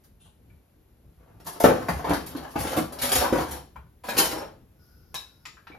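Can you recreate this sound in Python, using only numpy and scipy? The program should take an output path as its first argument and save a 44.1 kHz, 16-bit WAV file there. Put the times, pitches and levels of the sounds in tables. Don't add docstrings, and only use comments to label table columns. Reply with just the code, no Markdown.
import sys
import numpy as np
from scipy import signal
from scipy.fft import rfft, irfft, next_fast_len
from scipy.io import wavfile
from scipy.ndimage import map_coordinates

SR = 44100
rng = np.random.default_rng(int(sys.argv[2]) if len(sys.argv) > 2 else 0)


def wav_record(signal):
    frames = np.transpose(np.atleast_2d(signal))
    bounded = np.clip(frames, -1, 1)
    quanta = np.round(bounded * 32767).astype(np.int16)
    wavfile.write(sys.argv[1], SR, quanta)


N = 255128


def drawer():
    # time in seconds, relative level in dB, strongest pitch in Hz.
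    knocks = [(0.257, -51, 1060), (1.4, -36, 401), (1.469, -24, 1060), (1.604, -11.5, 706), (1.642, 3, 500),
              (1.654, 1.5, 270), (1.685, -6.5, 510), (1.706, -11, 520), (1.745, -22.5, 510),
              (1.885, -10.5, 1433), (1.889, -14, 158.3), (2.044, -18, 850), (2.106, -5.5, 328.6),
              (2.35, -18, 301.5), (2.447, -23.5, 900), (2.556, -13.5, 827), (2.559, -12, 299),
              (2.776, -12.5, 319), (3.16, -13.5, 720), (3.326, -5.5, 300), (3.354, -9.5, 333),
              (4.039, -27, 685), (4.086, -13, 1700), (4.188, -14, 329), (4.33, -19.5, 328),
              (5.701, -37, 310), (5.745, -35, 310)]
    # time in seconds, relative level in dB, strongest pitch in Hz.
    clinks = [(0.037, -52, 12300), (1.399, -45, 5000), (1.465, -27, 12620), (1.6002, -21.5, 11680),
              (1.6358, -15.5, 11300), (1.884, -21, 2070), (2.042, -31.5, 2117), (2.262, -32.5, 11730),
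              (2.363, -30.5, 3900), (2.765, -24, 10960), (2.9224, -32, 9870), (2.987, -25, 4270),
              (3.016, -17.5, 9550), (3.166, -23.5, 3090), (3.5088, -27.5, 10700), (4.036, -35.5, 2560),
              (4.087, -18.5, 2450), (4.1668, -15, 2475), (4.1781, -10.5, 11680), (4.182, -14, 3080),
              (4.19, -21.5, 6800), (4.229, -25.5, 6140), (4.312, -22, 4510), (4.376, -33, 5560)]
    # start in seconds, length in seconds,
    # relative level of the wood clatter in dB, relative level of the steel rattle in dB.
    strokes = [(1.175, 0.42, -59, -87), (1.445, 0.31, -41, -46.5), (1.685, 0.14, -31, -43.5),
               (1.889, 0.13, -30.5, -45), (2.068, 0.068, -21, -30.5), (2.283, 0.29, -39, -49),
               (2.574, 0.14, -30.5, -31), (2.725, 0.071, -24.5, -38.5), (2.902, 0.15, -38.5, -54.5),
               (3.03, 0.185, -30.5, -25.5), (3.121, 0.038, -26, -15.5), (3.221, 0.024, -22.5, -45),
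               (3.339, 0.067, -21, -32), (3.486, 0.067, -38.5, -47), (4.054, 0.11, -29, -36.5),
               (4.196, 0.052, -28, -26), (4.314, 0.097, -32, -53.5)]

    s, db, hz = np.transpose(knocks)
    out = wood(s, db - 5.0, db - 6.5, hz, focus_db=17, scatter_db=3.5, t60=0.018, rise=0.0015)
    s, db, hz = np.transpose(clinks)
    out += cutlery(s, db - 5.5, hz, ring_db=-3, focus_db=28, t60=0.044, rise=0.002)

    start_s, length_s, *levels = np.transpose(strokes)
    wood_db, steel_db = [swells(start_s, length_s, db, swell_db_per_s=898, fade_db_per_s=250) for db in levels]
    s, db, hz = jostles(wood_db, rate=110, spread_db=2.2, lo_hz=260, hi_hz=1000)
    out += wood(s, db - 20, db - 3.5, hz, focus_db=1.0, scatter_db=4.0, t60=0.014, rise=0.00036)
    s, db, hz = jostles(steel_db, rate=250, spread_db=5.55, lo_hz=2700, hi_hz=12000)
    out += cutlery(s, db - 5.5, hz, ring_db=-19, focus_db=17.5, t60=0.0052, rise=0.0012)
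    return out


def wood(s, ring_db, crack_db, hz, focus_db, scatter_db, t60, rise):
    # frequency in Hz, relative level in dB, decay time t60 in seconds.
    modes = [(164, -5, 0.08), (235, -5, 0.07), (312, -1, 0.047), (450, -6, 0.018), (510, -1.5, 0.034),
             (702, -4, 0.036), (850, -4, 0.028), (1050, -9, 0.033), (1430, -9, 0.032), (1670, -3, .03)]
    # frequency in Hz, relative level in dB.
    contact = [(80, -31), (250, -2), (550, -3), (1000, -6), (2000, -19.5), (9000, -37)]
    return ring(s, ring_db, hz, modes, focus_db, scatter_db) + crack(s, crack_db, contact, t60, rise)


def cutlery(s, db, hz, ring_db, focus_db, t60, rise):
    # frequency in Hz, relative level in dB, decay time t60 in seconds.
    modes = [(2060, -6.5, 0.056), (2463, -9.5, 0.078), (3069, -6, 0.12), (3940, -10.5, 0.05),
             (4410, -6, 0.1), (5440, -6, 0.2), (6200, -12, 0.06), (6840, -9.5, 0.064), (9640, -2.5, 0.12),
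             (10720, -7, 0.084), (11850, -4, 0.043), (12970, -5, 0.08)]
    # frequency in Hz, relative level in dB.
    dull = [(700, -2.5), (1900, -5.5), (4000, -7), (7000, -16.5), (12000, -24)]
    # frequency in Hz, relative level in dB.
    bright = [(2000, -11), (4500, -2), (6500, -5.5), (9500, 1), (12000, -3.5)]
    bright_db = 3 * np.log2(hz / 5000)
    puffs = crack(s, db - bright_db - 4.0, dull, t60, rise)
    puffs += crack(s, db + bright_db, bright, t60, rise)
    return puffs + ring(s, db + ring_db, hz, modes, focus_db, scatter_db=2.5)


def jostles(level_db, rate, spread_db, lo_hz, hi_hz):
    time_luck, size_luck, pitch_luck = rng.random((round(rate * N / SR), 3)).T
    s = time_luck * (N - 1) / SR
    at = (s * SR).astype(int)
    db = level_db[at] - spread_db * np.log(size_luck + 0.015)
    drift = np.clip(pitch_luck / 2 + 0.23 * (1 + wobble(9)[at]), 0, 1)
    return s, db, lo_hz * (hi_hz / lo_hz) ** drift


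def counter():
    # time in seconds, relative ring level in dB, strongest pitch in Hz,
    # relative click level in dB, top of the click in Hz.
    taps = [(0.499, -65, 2310, -63, 2600), (3.759, -41, 1037, -47, 2644), (5.143, -32, 993, -24, 13770),
            (5.154, -33, 3940, -41, 7110), (5.454, -56, 1700, -33.5, 6400), (5.57, -49, 1580, -57, 2064),
            (5.67, -45, 1370, -42.5, 3770), (5.718, -50, 2310, -70, 3000)]
    # frequency in Hz, relative level in dB, decay time t60 in seconds.
    modes = [(990, 6.5, 0.01), (1356, 3, 0.022), (1590, 4.5, 0.011), (2324, 3.5, 0.051), (3860, 8.5, 0.028),
             (5310, 11, 0.032)]
    s, ring_db, hz, click_db, top_hz = np.transpose(taps)
    out = ring(s, ring_db, hz, modes, focus_db=25.5, scatter_db=2.0)
    for k in range(len(s)):
        colour = [(450, -30), (850, -2.5), (hz[k], 0), (top_hz[k], -4), (2 * top_hz[k], -22)]
        out += crack(s[k:k + 1], click_db[k:k + 1], colour, 0.025, rise=0.000067)
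    return out


def oil_stream():
    # time in seconds, relative level in dB.
    stream = [(4.76, -83), (4.82, -68.5), (5.1, -71), (5.45, -75)]
    # centre in Hz, width in Hz, relative level in dB.
    resonances = [(1440, 67, -0.5), (5150, 550, -6), (12100, 3100, -13.5)]

    def response(f):
        return sum(amp(db) * 1j * f * width / (centre ** 2 - f * f + 1j * f * width)
                   for centre, width, db in resonances)

    murmur = unit(filtered(rng.standard_normal(N), response))
    return amp(curves(stream)[0] + 2.3 * wobble(8.8)) * murmur


def rustle():
    # frequency in Hz, relative level in dB.
    spectrum = [(900, -29), (1450, -10), (2200, -29.5), (2700, -2.5), (3700, -4.5), (5500, -20),
                (9600, -2.5), (13000, -28)]
    level_db = swells([0.204], 0.045, [-65.5], swell_db_per_s=1600, fade_db_per_s=300)
    return amp(level_db + 4.2 * wobble(60)) * hiss(spectrum)


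def thuds():
    # time in seconds, relative level in dB.
    blows = [(0.23, -52.5), (0.502, -54.5), (1.172, -53), (1.469, -46.5), (1.67, -43), (1.94, -34.5),
             (2.099, -36), (2.26, -44), (2.411, -48), (2.602, -35), (2.821, -41.5), (3.182, -33.5),
             (3.4, -39), (3.52, -41.5), (3.784, -45.5), (4.159, -46), (4.278, -44.5), (5.7, -57)]
    # frequency in Hz, relative level in dB.
    boom = [(30, -33), (66, 2.5), (105, -13), (160, -5), (300, -58.5)]
    cabinet = [(67, 0.0046, 0.11)]
    s, db = np.transpose(blows)
    shake_db = swells(s, 0.013, db, swell_db_per_s=295.5, fade_db_per_s=120.5)
    shaking = amp(shake_db + 0.85 * wobble(16)) * np.array([hiss(boom), hiss(boom)])
    return shaking + ring(s, db + 1.5, cabinet[0][0], cabinet, focus_db=0, scatter_db=3.5)


def kitchen(x, wet_db):
    # frequency in Hz, decay time t60 in seconds, relative level in dB.
    room = [(60, 0.9, -7), (248, 0.41, -8.5), (677, 0.36, -0.5), (1780, 0.35, 1), (4700, 0.41, -1.5),
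            (12600, 0.3, 0)]
    early_db, early_s = -1.5, 0.034
    hop, out = SR // 4, np.zeros((2, N + 2 * SR))
    fade = np.hanning(2 * hop + 1)[:-1]
    x = np.pad(x, (hop, 2 * hop))
    for a in range(0, N + hop, hop):
        hz, t, z = signal.stft(rng.standard_normal((2, SR * 3 // 4)), SR, nperseg=256)
        decay_db = along(room, hz, axis=2) - 60 * t[:, None] / along(room, hz)
        tail = signal.istft(z * amp(decay_db.T), SR, nperseg=256)[1]
        tail *= 1 + amp(early_db) * np.exp(-np.arange(tail.shape[1]) / (early_s * SR))
        tail[:, :100] = 0
        tail /= np.linalg.norm(tail[0])
        wet = signal.fftconvolve((x[a:a + 2 * hop] * fade)[None], tail, axes=1)
        out[:, a:a + wet.shape[1]] += wet
    return x[hop:hop + N] + amp(wet_db) * out[:, hop:hop + N]


def room_tone():
    # frequency in Hz, relative level in dB per Hz.
    hush = [(20, -77.5), (50, -74.5), (120, -83.5), (400, -92.5), (1200, -106), (4000, -112), (6400, -116),
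            (9800, -112), (11900, -107), (14000, -118), (14700, -140)]
    white = rng.standard_normal((2, N)) * np.sqrt(SR / 2)
    lumps = amp(3.1 * wobble(13.0) + 1.2 * wobble(36))
    low = filtered(white * lumps, lambda hz: amp(along(hush, hz)) / (1 + (hz / 300) ** 2))
    flutter = amp(0.58 * wobble(11.0))
    high = filtered(white * flutter, lambda hz: amp(along(hush, hz)) / (1 + (300 / (hz + 1)) ** 2))
    return low + high


def ring(s, db, pitch_hz, modes, focus_db, scatter_db):
    chance, out = rng.standard_normal((len(s), len(modes))), np.zeros(N)
    for (hz, level_db, t60), luck in zip(modes, chance.T):
        distance_db = focus_db * abs(np.log2(hz / pitch_hz))
        sign = np.sign(np.sin(1000 * luck))
        size = amp(db + level_db + scatter_db * luck - distance_db) * sign
        pole, turn = amp(-60 / t60 / SR), 2 * np.pi * hz / SR
        resonator = [1, -2 * pole * np.cos(turn), pole ** 2]
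        out += signal.lfilter([0, np.sin(turn)], resonator, spikes(s, size))
    return out


def crack(s, db, spectrum, t60, rise):
    swell = np.exp(-1 / (rise * SR))
    poles = np.convolve([1, -amp(-60 / t60 / SR)], [1, -swell])
    envelope = signal.lfilter([1 - swell], poles, spikes(s, amp(db)))
    puff = envelope * rng.standard_normal(N)
    return filtered(puff, lambda hz: unit(amp(along(spectrum, hz))))


def swells(start_s, length_s, db, swell_db_per_s, fade_db_per_s):
    t = np.arange(N) / SR - np.asarray(start_s)[:, None]
    before_s = np.maximum(-t, 0)
    after_s = np.maximum(t - np.reshape(length_s, (-1, 1)), 0)
    event_db = np.asarray(db)[:, None] - (swell_db_per_s * before_s + fade_db_per_s * after_s)
    return 10 * np.log10(np.sum(amp(2 * event_db), axis=0) + 1e-14)


def hiss(spectrum):
    return unit(filtered(rng.standard_normal(N), lambda hz: amp(along(spectrum, hz))))


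def filtered(x, response):
    m = next_fast_len(N + SR // 2)
    return irfft(rfft(x, m) * response(np.fft.rfftfreq(m, 1 / SR)), m)[..., :N]


def wobble(rate):
    return map_coordinates(rng.standard_normal(int(N * rate / SR) + 4), [np.arange(N) * rate / SR])


def spikes(s, size):
    return np.bincount(np.round(s * SR).astype(int), size, N)[:N]


def curves(rows):
    s, *cols = np.transpose(rows)
    return np.array([np.interp(np.arange(N) / SR, s, c, -120, -120) for c in cols])


def along(points, hz, axis=1):
    points = np.array(points)
    return np.interp(np.log(hz + 1), np.log(points[:, 0] + 1), points[:, axis])


def amp(db):
    return 10 ** (np.asarray(db) / 20)


def unit(x):
    return x / np.sqrt(np.mean(x ** 2) + 1e-20)


def scene():
    sources = drawer() + counter() + oil_stream() + rustle()
    return amp(-3) * kitchen(sources, wet_db=10) + thuds() + room_tone()


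def record(dry):
    # frequency in Hz, likeness from 0 to 1, phase lead of the right in radians,
    # level of the right under the left in dB.
    ports = [(200, .97, -.2, 1.3), (600, .3, -.8, 1.2), (1600, .45, -.3, 2.8), (3500, .4, -1.1, 5),
             (5200, .3, -.6, 5.5), (5800, .4, 1.1, 3.5), (7000, .5, 1.3, 2), (7600, .92, 2.8, .4),
             (8200, 1, 3.05, 0), (8800, 1, 3.2, 0), (9500, .94, 3.9, 0), (11500, .9, 5, 0),
             (13300, 1, 6.28, 0)]
    # frequency in Hz, gain in dB.
    mic = [(20, -19), (60, 0.5), (12800, -1), (13600, -7), (15500, -19.5)]
    top_hz = 15850

    def alike(hz):
        return along(ports, hz)

    def under(hz):
        return amp(-along(ports, hz, axis=3))

    shared = filtered(dry[0], lambda hz: under(hz) * alike(hz) * np.exp(1j * along(ports, hz, axis=2)))
    own = filtered(dry[1], lambda hz: under(hz) * np.sqrt(1 - alike(hz) ** 2))
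    pair = filtered(np.array([dry[0], shared + own]), lambda hz: amp(along(mic, hz)))
    return filtered(np.clip(pair, -1, 1), lambda hz: hz < top_hz)


dry = scene()
out = record(dry)
wav_record(out)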